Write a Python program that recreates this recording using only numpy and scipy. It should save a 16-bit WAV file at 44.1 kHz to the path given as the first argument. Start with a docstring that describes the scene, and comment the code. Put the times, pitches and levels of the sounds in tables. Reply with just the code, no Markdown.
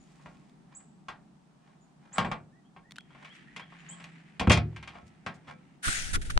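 """An antlered skull on a tailgate.

The skull is turned in the hand and set down on a pickup's tailgate. Impacts of the antlers excite the
modes of a steel toolbox and the deep modes of the truck bed; dry bone ticks and scuffs, a sleeve
rustles and hide crinkles. Small birds call over a faint outdoor rumble. At the end fingers slide over
the camera's case, making friction noise and pumping air at its two microphone ports."""
import sys
import numpy as np
from scipy import signal
from scipy.fft import rfft, irfft, next_fast_len
from scipy.io import wavfile
from scipy.ndimage import uniform_filter1d, map_coordinates

SR = 44100
rng = np.random.default_rng(int(sys.argv[2]) if len(sys.argv) > 2 else 0)


def int16_out(signal):
    """Quantize to a 16-bit WAV file."""
    q = np.round(np.clip(np.atleast_2d(signal).T, -1, 1) * 32767)
    wavfile.write(sys.argv[1], SR, q.astype(np.int16))


N = 281799

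# Contacts of antler and skull. Each row: start in seconds, clatter level in dB, hardness of the edge
# in dB relative to the clatter, weight behind the blow from 0 to 1.
KNOCKS = [(0.259, -46.5, -31, 0.36), (1.084, -36.5, -26, 0.02), (2.182, -20.5, -26, 0.38),
          (2.247, -30, -31, 0.47), (2.315, -28, -29, 0.2), (2.763, -49.5, -35.5, 0.06),
          (3.105, -58.5, -26, 0.2), (3.148, -52, -31.5, 0.12), (3.247, -46, -22.5, 0.06),
          (3.563, -38, -20, 0.18), (3.595, -42, -24.5, 0.31), (3.721, -51.5, -32, 0),
          (4.0, -48.5, -22, 0.38), (4.041, -46.5, -18.5, 0.3), (4.396, -28.5, -18, 0.45),
          (4.411, -28.5, -38.5, 0.51), (4.472, -23, -30.5, 0.96), (4.497, -18.5, -17.5, 0.6),
          (4.505, -17.5, -23.5, 0.54), (4.517, -19, -13, 0.42), (4.529, -24.5, -16.5, 0.45),
          (4.573, -26.5, -21.5, 0.65), (4.729, -57, -30, 1), (4.762, -43, -22.5, 0.1),
          (4.827, -44, -22, 0.08), (4.875, -41, -22.5, 0), (4.953, -47, -33.5, 0.3),
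          (5.027, -61.5, -34.5, 0.98), (5.263, -32, -25.5, 0.37), (5.474, -53.5, -23.5, 0.56)]
# Effects of weight. Each row: weight from 0 to 1, bed thump in dB relative to the clatter,
# factor on the ring time, share of deep bass from 0 to 1.
WEIGHT_LAW = [(0, -25.5, 1.49, 0), (0.2, -13, 1.09, 0.05), (0.4, -8, 1.41, 0.56), (0.6, -1.5, 0.8, 0.95),
              (1, 10, 0.31, 0.9)]
BOX_LR_DB = 1.5  # the toolbox stands a little to the left

def knocks():
    """Impact excites box and bed; more weight gives more boom, and bone pressed on damps the ring."""
    out, t = np.zeros((2, N)), np.arange(2 ** 14) / SR
    weights, *effects = np.transpose(WEIGHT_LAW)
    for s, db, edge_db, weight in KNOCKS:
        thump_db, hold, depth = [np.interp(weight, weights, effect) for effect in effects]
        box = amp(-3) * clatter(t, edge_db, depth, hold) + amp(-4) * panel(t, edge_db, depth, hold)
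        attack = (1 - np.exp(-t / 0.00031)) * (1 + 0.14 * np.exp(-t / 0.01))
        # only the direct sound tells the side; the ringing comes from all over the box
        add(out, s, amp(db) * attack * box * panned(BOX_LR_DB * np.exp(-t / 0.04)))
        # slow bending waves bring the boom a little later
        add(out, s + 0.003, boom(db + thump_db, depth))
    return out


# Dense ringing of the box. Each row: frequency in Hz, spectral density in dB, nominal T60 in seconds.
CLATTER = [(246, -15, 0.29), (447, -2, 0.31), (760, 1.5, 0.22), (1070, 1.5, 0.11), (1740, -9, 0.21),
           (2400, -4, 0.13), (4540, -12, .13), (6200, -13.5, 0.086), (9660, -21.5, 0.08), (11400, -44, .1),
           (15500, -46.5, .09)]

def clatter(t, edge_db, depth, hold):
    """Overlapping sheet-metal modes merge into noise; harder contact is brighter, treble dies first."""
    hz, db, t60 = np.transpose(CLATTER)
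    tilt_db = (edge_db + 22) * along([(250, -1.3), (1200, 0.17), (2500, -0.24), (6500, 1.0)], hz)
    db = db + contact_db(hz, edge_db, depth) + tilt_db
    spectrum = rfft(noise(np.c_[hz, db], size=len(t)))
    grid = np.fft.rfftfreq(len(t), 1 / SR)
    bands = [irfft(spectrum * along(np.c_[hz, band], grid), len(t)) for band in np.eye(len(hz))]
    return sum(band * amp(-60 * t / (life * hold)) for band, life in zip(bands, t60))


# The box's clearest modes. Each row: frequency in Hz, relative level in dB, nominal T60 in seconds.
PANEL_MODES = [(445, -4.5, .17), (509, -3.5, 0.51), (601, 4.5, 0.15), (702, -2, .25), (773, -3.5, 0.11),
               (860, -4.5, 0.14), (960, -9.5, 0.081), (1094, -14, 0.32), (1088, 2, 0.15),
               (1175, -6.5, 0.17), (1314, -8.5, 0.67), (1400, -7.5, .2), (1596, 0, .13), (1750, -15, 0.06),
               (1833, -1, 0.062), (1932, -4.5, 0.11), (2100, -2, 0.099), (2305, -4, 0.21),
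               (2445, -3.5, 0.31), (2710, -6, 0.28), (2840, -3, 0.057), (3240, -3.5, 0.14),
               (3420, -7, 0.33)]

def panel(t, edge_db, depth, hold):
    """A struck panel vibrates freely in its normal modes; rust limits how long they ring."""
    longest_t60 = [(1000, 0.26), (2500, 0.2), (3500, 0.14)]
    modes = [(hz, db + contact_db(hz, edge_db, depth), min(t60 * hold, along(longest_t60, hz)))
             for hz, db, t60 in PANEL_MODES]
    return ring(modes, t, scatter_db=3.5, spread=0.47)


def ring(modes, t, scatter_db, spread):
    """Superposition of damped modes, with random strengths and left-right phases at each excitation."""
    hz, db, t60 = np.transpose(modes)[:, :, None]
    strength, skew, phase = rng.standard_normal((3, len(modes), 1))
    gain = amp(db + scatter_db * strength)
    fade = gain / np.sqrt(np.sum(gain ** 2) / 2) * amp(-60 * t / t60)
    angle = 2 * np.pi * (hz * t + phase)
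    return np.array([np.sum(fade * np.sin(angle + side * spread * skew), 0) for side in (1, -1)])


def contact_db(hz, edge_db, depth, boost_db=7):
    """Contact time shapes the spectrum: a harder, briefer blow favours a higher band."""
    favoured_hz = np.interp(edge_db, [-45.5, -26.5, -23.5, -8.0], [850, 1050, 2260, 3300])
    peak = np.exp(-(np.log2(hz / favoured_hz) / 0.68) ** 2)
    return lightness_db(hz, depth) + boost_db * (peak - 0.4)


def lightness_db(hz, depth):
    """Striking mass sets the bass: a tine's tap has less deep bass than a blow of the whole skull."""
    tap_db = along([(90, -37.5), (160, 17.5), (300, -1.5), (550, -14), (850, 2)], hz)
    return (1 - np.clip(depth, 0, 1)) * tap_db


# Modes of the truck bed. Each row: frequency in Hz, relative level in dB, T60 in seconds.
BED_MODES = [(68.7, -9, 0.84), (79.2, 9.5, .25), (90, -2, 0.27), (107.6, 4, 0.49), (151.2, -8.5, 0.65),
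             (183.1, 1, 0.27), (203, 0.5, 0.25), (228, -4, 0.38), (281.6, -12.5, 0.27),
             (361.5, -19.5, 0.74)]

def boom(thump_db, depth):
    """The impulse response of a large plate: a few deep modes in a noisy shudder."""
    t = np.arange(2 ** 15) / SR
    hz, db, t60 = np.transpose(BED_MODES)[:, :, None]
    db = db + lightness_db(hz, depth)
    modes = np.sum(amp(db - 60 * t / t60) * np.sin(2 * np.pi * hz * t), 0)
    modes /= np.sqrt(np.sum(amp(db) ** 2) / 2)
    colour = [(45, -41), (80, -1.5), (130, 4), (240, -6.5), (330, -5), (550, -24), (1200, -67.5)]
    shudder = noise(colour, size=len(t)) * amp(-60 * t / 0.43)
    push = amp(thump_db) * (amp(1) * modes + amp(-8) * shudder) * (1 - np.exp(-t / 0.0016))
    # the open bed radiates little below its lowest mode
    return signal.sosfilt(signal.butter(4, 55, "highpass", fs=SR, output="sos"), push)


# Snaps of bone and antler. 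Each row: start in seconds, relative level in dB, resonance in Hz.
TICKS = [(0.37, -54, 2500), (0.495, -52.5, 3440), (2.182, -19, 1280), (2.909, -38.5, 3420),
         (2.915, -46, 3680), (2.92, -34, 3650), (2.959, -37.5, 5200), (2.965, -36.5, 2670),
         (2.9837, -30.5, 1480), (3.007, -45.5, 2410), (3.249, -50, 3020), (4.041, -38.5, 2730),
         (4.507, -20, 1460)]
SNAP_CYCLES, SNAP_LR_DB = 20, 1  # the resonance falls 60 dB in this many cycles

def ticks():
    """Dry bone snaps as a heavily damped oscillator inside a tiny broadband crack."""
    out, t = np.zeros((2, N)), np.arange(SR // 20) / SR
    colour = [(500, -15.5), (1300, 0.5), (4000, 4.5), (7000, -7.5), (9500, -6),
              (11500, -24), (15500, -22)]
    for s, db, hz in TICKS:
        crack = noise(colour, [(4000, 0.99), (8000, 0.12)], size=len(t)) * amp(-60 * t / 0.0093)
        tone = np.sin(2 * np.pi * hz * t) * amp(-60 * t * hz / SNAP_CYCLES)
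        snap = (tone + 0.6 * crack) * (1 - np.exp(-t / 0.00086))
        add(out, s, amp(db + 4) * snap * panned(SNAP_LR_DB))
    return out


# Bone rubbing on the box. Each row: centre in seconds, length in seconds, relative level in dB.
SCUFFS = [(0.253, 0.23, -63.5), (0.735, 0.041, -58.5), (0.823, 0.057, -62), (1.69, 0.1, -64),
          (2.061, 0.061, -61.5), (2.171, 0.043, -40), (3.226, 0.07, -54.5), (3.933, 0.13, -56),
          (4.967, 0.081, -54.5), (5.503, 0.048, -45.5)]

def scuffs():
    """Sliding friction makes uneven noise, which drives the panel modes in forced vibration."""
    contact = swells(SCUFFS) * unit(amp(4.4 * wobble(220)))
    rub = contact * noise([(200, -7), (500, -3.5), (750, 4.5), (1400, 4), (2600, -3),
                           (4500, -12.5), (9000, -23), (12000, -46)])
    response = ring(PANEL_MODES, np.arange(SR // 4) / SR, scatter_db=2.5, spread=0.88)
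    ringing = signal.fftconvolve(rub, response / np.linalg.norm(response[0]), axes=1)[:, :N]
    return amp(-4.5) * rub + amp(-14) * ringing


# Finger strokes on the case. Each row: start in seconds, time to full speed in seconds,
# length in seconds, peak friction in dB, left minus right in dB.
STROKES = [(5.825, 0.073, 0.3, -31, 3.5), (6.128, 0.021, 0.032, -30, 1.5),
           (6.213, 0.0062, 0.039, -42.5, -0.5), (6.247, 0.013, 0.045, -51.5, 5),
           (6.3, 0.0047, 0.046, -39, 0)]
# Squeezes of the case. Each row: centre in seconds, length in seconds, level in dB.
SQUEEZES = [(5.886, 0.016, -20), (6.163, 0.037, -27.5), (6.37, 0.0094, -24.5)]
LIFT_S, PORT_LAG_S = 0.0027, 0.00029  # the hiss dies as a finger lifts; it reaches the right port later
GRIP_S, RELEASE_S, GRIP_DB, TIGHTEN_DB_PER_S = 5.87, 6.38, -44.5, 23.5  # the hand closes over the ports

def fingers():
    """Skin friction hisses on the case, while the tightening hand displaces air at the ports."""
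    t = np.arange(N) / SR
    friction = sum(amp(db) * stroke(s, rise, length) * panned(lr_db)
                   for s, rise, length, db, lr_db in STROKES)
    grip = (t > GRIP_S) * (t < RELEASE_S) * amp(GRIP_DB + TIGHTEN_DB_PER_S * np.maximum(t - GRIP_S, 0))
    grip = uniform_filter1d(grip, size=256)
    left, right = cavity()
    skin = np.array([left, np.roll(right, round(PORT_LAG_S * SR))])
    hiss = (friction + amp(-20) * grip) * amp(1.1 * wobble(500)) * skin
    air = noise([(15, 0.5), (28, 0), (60, -10.5), (120, -14), (250, -25.5), (600, -38), (2000, -84.5)],
                coherence=[(30, 0.093), (200, 0.23)])
    return hiss + (grip + swells(SQUEEZES)) * air


def stroke(s, rise, length):
    """Friction gain follows speed: the finger accelerates, slows and lifts off."""
    t = np.maximum(np.arange(N) / SR - s, 0)
    return t / rise * np.exp(1 - t / rise - np.maximum(t - length, 0) / LIFT_S)


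# Hiss of sliding skin. Each row: frequency in Hz, spectral density in dB.
SKIN = [(250, -11), (500, -18), (800, -11.5), (1080, -19), (1400, 2), (2000, 1.5), (2600, -4), (3400, -3.5),
        (4500, -6.5), (7400, -7), (9400, -4), (11000, -25), (14000, -27), (15600, -36)]

def cavity():
    """Cavity resonance under the finger colours the hiss, sinking as the gap lengthens, then leaping."""
    hz, s, spectra = signal.stft(noise(SKIN, [(1200, 0.4), (2500, 0.32), (9000, 0.17)]), SR, nperseg=256)
    centre_hz = np.interp(s, [5.85, 5.92, 6.0, 6.1, 6.14], [9300, 7600, 6200, 5450, 10700])
    peak_db = 5 * np.exp(-((hz[:, None] - centre_hz) / 900) ** 2)
    return unit(signal.istft(spectra * amp(peak_db), SR, nperseg=256)[1][:, :N])


# Finger bumps. Each row: centre in seconds, length in seconds, resonance in Hz, level in dB.
BUMPS = [(5.854, 0.0227, 1602, -31.5), (5.882, 0.014, 1440, -27.5), (5.929, 0.0047, 1585, -29.5),
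         (6.155, 0.0228, 1467, -33), (6.305, 0.0086, 1507, -31), (6.3771, 0.0013, 843, -10.5)]

def case_flex():
    """Flexure of the shell pushes the two ports in opposite senses, so their coherence is negative."""
    out = np.zeros((2, N))
    for s, length, hz, db in BUMPS:
        colour = [(hz / 4, -40), (hz * 0.64, -16), (hz, 0), (hz * 1.1, -13),
                  (hz * 7, -30), (hz * 20, -60)]
        out += amp(db) * swell(s, length) * noise(colour, [(1000, -0.87), (1450, -0.34)])
    return out


# Arm movements. Each row: time of full speed in seconds, hold in seconds, level in dB.
ARM_MOVES = [(0, 0.41, -76), (3.19, 0.19, -60), (3.758, 0.37, -59.5), (4.702, 0.99, -71.5)]
# Rustle of cloth. Each row: frequency in Hz, spectral density in dB.
CLOTH = [(300, -36.5), (600, -22), (1100, -3.5), (1900, 6), (2900, -1), (4500, -14.5), (7500, -20.5),
         (9500, -24.5), (11500, -56.5), (15500, -49.5)]
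ARM_RISE_DB_PER_S, ARM_FALL_DB_PER_S = 92, 36

def sleeve():
    """Friction noise of cloth builds up, holds and dies away with each swing of the arm."""
    motion = np.zeros(N)
    for s, length, db in ARM_MOVES:
        t = np.arange(N) / SR - s
        fade_db = ARM_RISE_DB_PER_S * np.minimum(t, 0) - ARM_FALL_DB_PER_S * np.maximum(t - length, 0)
        motion += amp(db + fade_db)
    flutter = amp(1.5 * wobble(25) + 2.3 * wobble(400))
    return motion * flutter * noise(CLOTH, [(1000, 0.18), (6000, 0.46)])


# Crinkles of hide and fur. Each row: centre in seconds, length in seconds, level in dB.
CRINKLES = [(0.13, 0.48, -71.5), (3.357, 0.032, -64), (5.078, 0.021, -64.5), (5.353, 0.023, -64.5)]
# Their spectrum. Each row: frequency in Hz, spectral density in dB.
HIDE = [(800, -20), (2000, 3), (4000, 0.5), (8000, -0.5), (10000, -9.5), (11500, -26), (15500, -23)]

def hide():
    """Dry hide deforms under the hand, giving grainy puffs of amplitude-modulated treble noise."""
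    grain = unit(amp(3.3 * wobble(350)))
    return swells(CRINKLES) * grain * noise(HIDE, [(2000, 0.76), (8000, 0.16)])


# Calls of four birds. Each row: start in seconds, relative level in dB.
HIGH_CALLS = [(0.747, -50.5), (2.127, -46.5), (3.886, -47.5)]
SLUR_CALLS = [(0.0, -71), (1.806, -72), (3.78, -72)]
MID_CALLS = [(2.643, -70), (2.969, -52.5), (3.294, -50), (3.603, -49), (3.903, -51)]
LOW_CALLS = [(2.51, -72.5), (2.82, -68.5), (3.45, -64)]

def birds():
    """Each bird repeats one note; all but the mid-pitched one sit deep in the branches, where echo dominates."""
    return (bird(HIGH_CALLS, 0.04, first_hz=6050, goal_hz=8300, bend=4.5, droop_hz=650, echo_db=6)
            + bird(SLUR_CALLS, 0.04, first_hz=7250, goal_hz=6750, bend=3, droop_hz=0, echo_db=6)
            + bird(MID_CALLS, 0.042, first_hz=2950, goal_hz=3380, bend=1.3, droop_hz=0, echo_db=-2.5)
            + bird(LOW_CALLS, 0.11, first_hz=1540, goal_hz=2200, bend=2, droop_hz=340, echo_db=6))


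def bird(calls, length_s, first_hz, goal_hz, bend, droop_hz, echo_db):
    """A frequency-modulated whistle glides and levels off; scattering by trees makes it reverberate."""
    out, t = np.zeros((2, N)), np.arange(SR // 2) / SR
    u = np.linspace(0, 1, int(length_s * SR))
    hz = first_hz + (goal_hz - first_hz) * np.expm1(-bend * u) / np.expm1(-bend) - droop_hz * u ** 2
    hz *= 1 + 0.00079 * bend * np.sin(2 * np.pi * 130 * length_s * u)
    envelope = np.minimum(1, u * bend / 0.51) * np.sqrt(1 - u)
    note = envelope * np.sin(2 * np.pi * np.cumsum(hz) / SR)
    for s, db in calls:
        trees = rng.standard_normal((2, len(t))) * (amp(-60 * t / 0.17) + 0.23 * amp(-60 * t / 0.56))
        echo = signal.fftconvolve(note[None], trees / np.linalg.norm(trees[0]), axes=1)
        add(out, s, amp(db + 1) * note)
        add(out, s, amp(db + echo_db) * echo)
    return out


# Slow drift of the rumble. 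Each row: time in seconds, level in dB.
RUMBLE_LEVELS = [(0.4, -57), (1.6, -61.5), (3.8, -57.5), (5.5, -58.5)]
# Spectra of the background. Each row: frequency in Hz, spectral density in dB.
RUMBLE = [(20, -26), (40, -15.5), (75, -15.5), (105, -26), (145, 2.5), (205, -1), (290, -8.5), (420, -17),
          (600, -41), (1100, -90.5)]
HISS = [(200, -29.5), (450, -10.5), (750, -0.5), (1100, -7.5), (2000, -16), (4500, -21.5), (9000, -24.5),
        (11000, -38.5), (15500, -57)]

def outdoors():
    """Ambient noise: a distant rumble, a wavering drone that swells once, and a faint, even hiss."""
    rumble_db = np.interp(np.arange(N) / SR, *np.transpose(RUMBLE_LEVELS))
    rumble = amp(rumble_db + 1.2 * wobble(6.3)) * noise(RUMBLE)
    drone_gain = amp(-53 + 1.8 * wobble(16)) * swell(3.98, 0.41)
    drone_hz = 171 + 4 * wobble(8.3)
    drone = drone_gain * unit(np.sin(2 * np.pi * np.cumsum(drone_hz) / SR))
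    hiss = amp(-68.5 + 0.6 * wobble(1.7)) * noise(HISS, [(500, 0.12), (1500, 0.14), (6000, 0.11)])
    return rumble + drone + hiss


# Likeness of the two channels. Each row: frequency in Hz, left-right correlation.
COHERENCE = [(30, 0.31), (80, .98), (300, 0.59), (800, 0.75), (2500, .78), (5000, 0.83), (9000, 0.099)]

def noise(spectrum, coherence=COHERENCE, size=N):
    """Stereo noise of rms 1, coloured by (Hz, dB) points; the mid-side balance sets its coherence."""
    m = next_fast_len(size)
    hz = np.fft.rfftfreq(m, 1 / SR)
    turn = np.arccos(np.clip(along(coherence, hz), -1, 1)) / 2
    coloured = rfft(rng.standard_normal((2, m))) * amp(along(spectrum, hz))
    mid, side = irfft(coloured * [np.cos(turn), np.sin(turn)], m)[:, :size]
    return unit(np.array([mid + side, mid - side]))


def amp(db):
    """Decibels to gain."""
    return 10 ** (np.asarray(db) / 20)


def unit(x):
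    """Scale to rms 1."""
    return x / np.sqrt(np.mean(x ** 2) + 1e-20)


def along(points, hz):
    """Interpolate (Hz, value) points on a log axis."""
    f, v = np.transpose(points)
    return np.interp(np.log(hz + 1), np.log(f + 1), v)


def wobble(rate):
    """A smooth random curve, rate knots a second."""
    return map_coordinates(rng.standard_normal(int(N * rate / SR) + 4), [np.arange(N) * rate / SR])


def swell(s, length):
    """A Gaussian envelope centred on s."""
    return np.exp(-2 * ((np.arange(N) / SR - s) / length) ** 2)


def swells(rows):
    """A sum of Gaussian envelopes."""
    return sum(amp(db) * swell(s, length) for s, length, db in rows)


def panned(lr_db):
    """Left and right gains from a level difference."""
    return amp(np.array([lr_db, -lr_db]).reshape(2, -1) / 2)


def add(track, s, sound):
    """Mix a sound into the track from time s."""
    i = round(s * SR)
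    sound = sound[..., max(-i, 0):N - i]
    track[..., max(i, 0):max(i, 0) + sound.shape[-1]] += sound


def scene():
    """Superposition of all sources at the two ports."""
    return (knocks() + ticks() + birds() + sleeve() + scuffs() + hide()
            + fingers() + case_flex() + outdoors())


TOP_HZ = 15700

def record(dry):
    """An ideal low-pass filter removes everything above the band limit."""
    m = next_fast_len(N + SR // 2)
    return irfft(rfft(dry, m) * (np.fft.rfftfreq(m, 1 / SR) < TOP_HZ), m)[:, :N]


dry = scene()
out = record(dry)
int16_out(out)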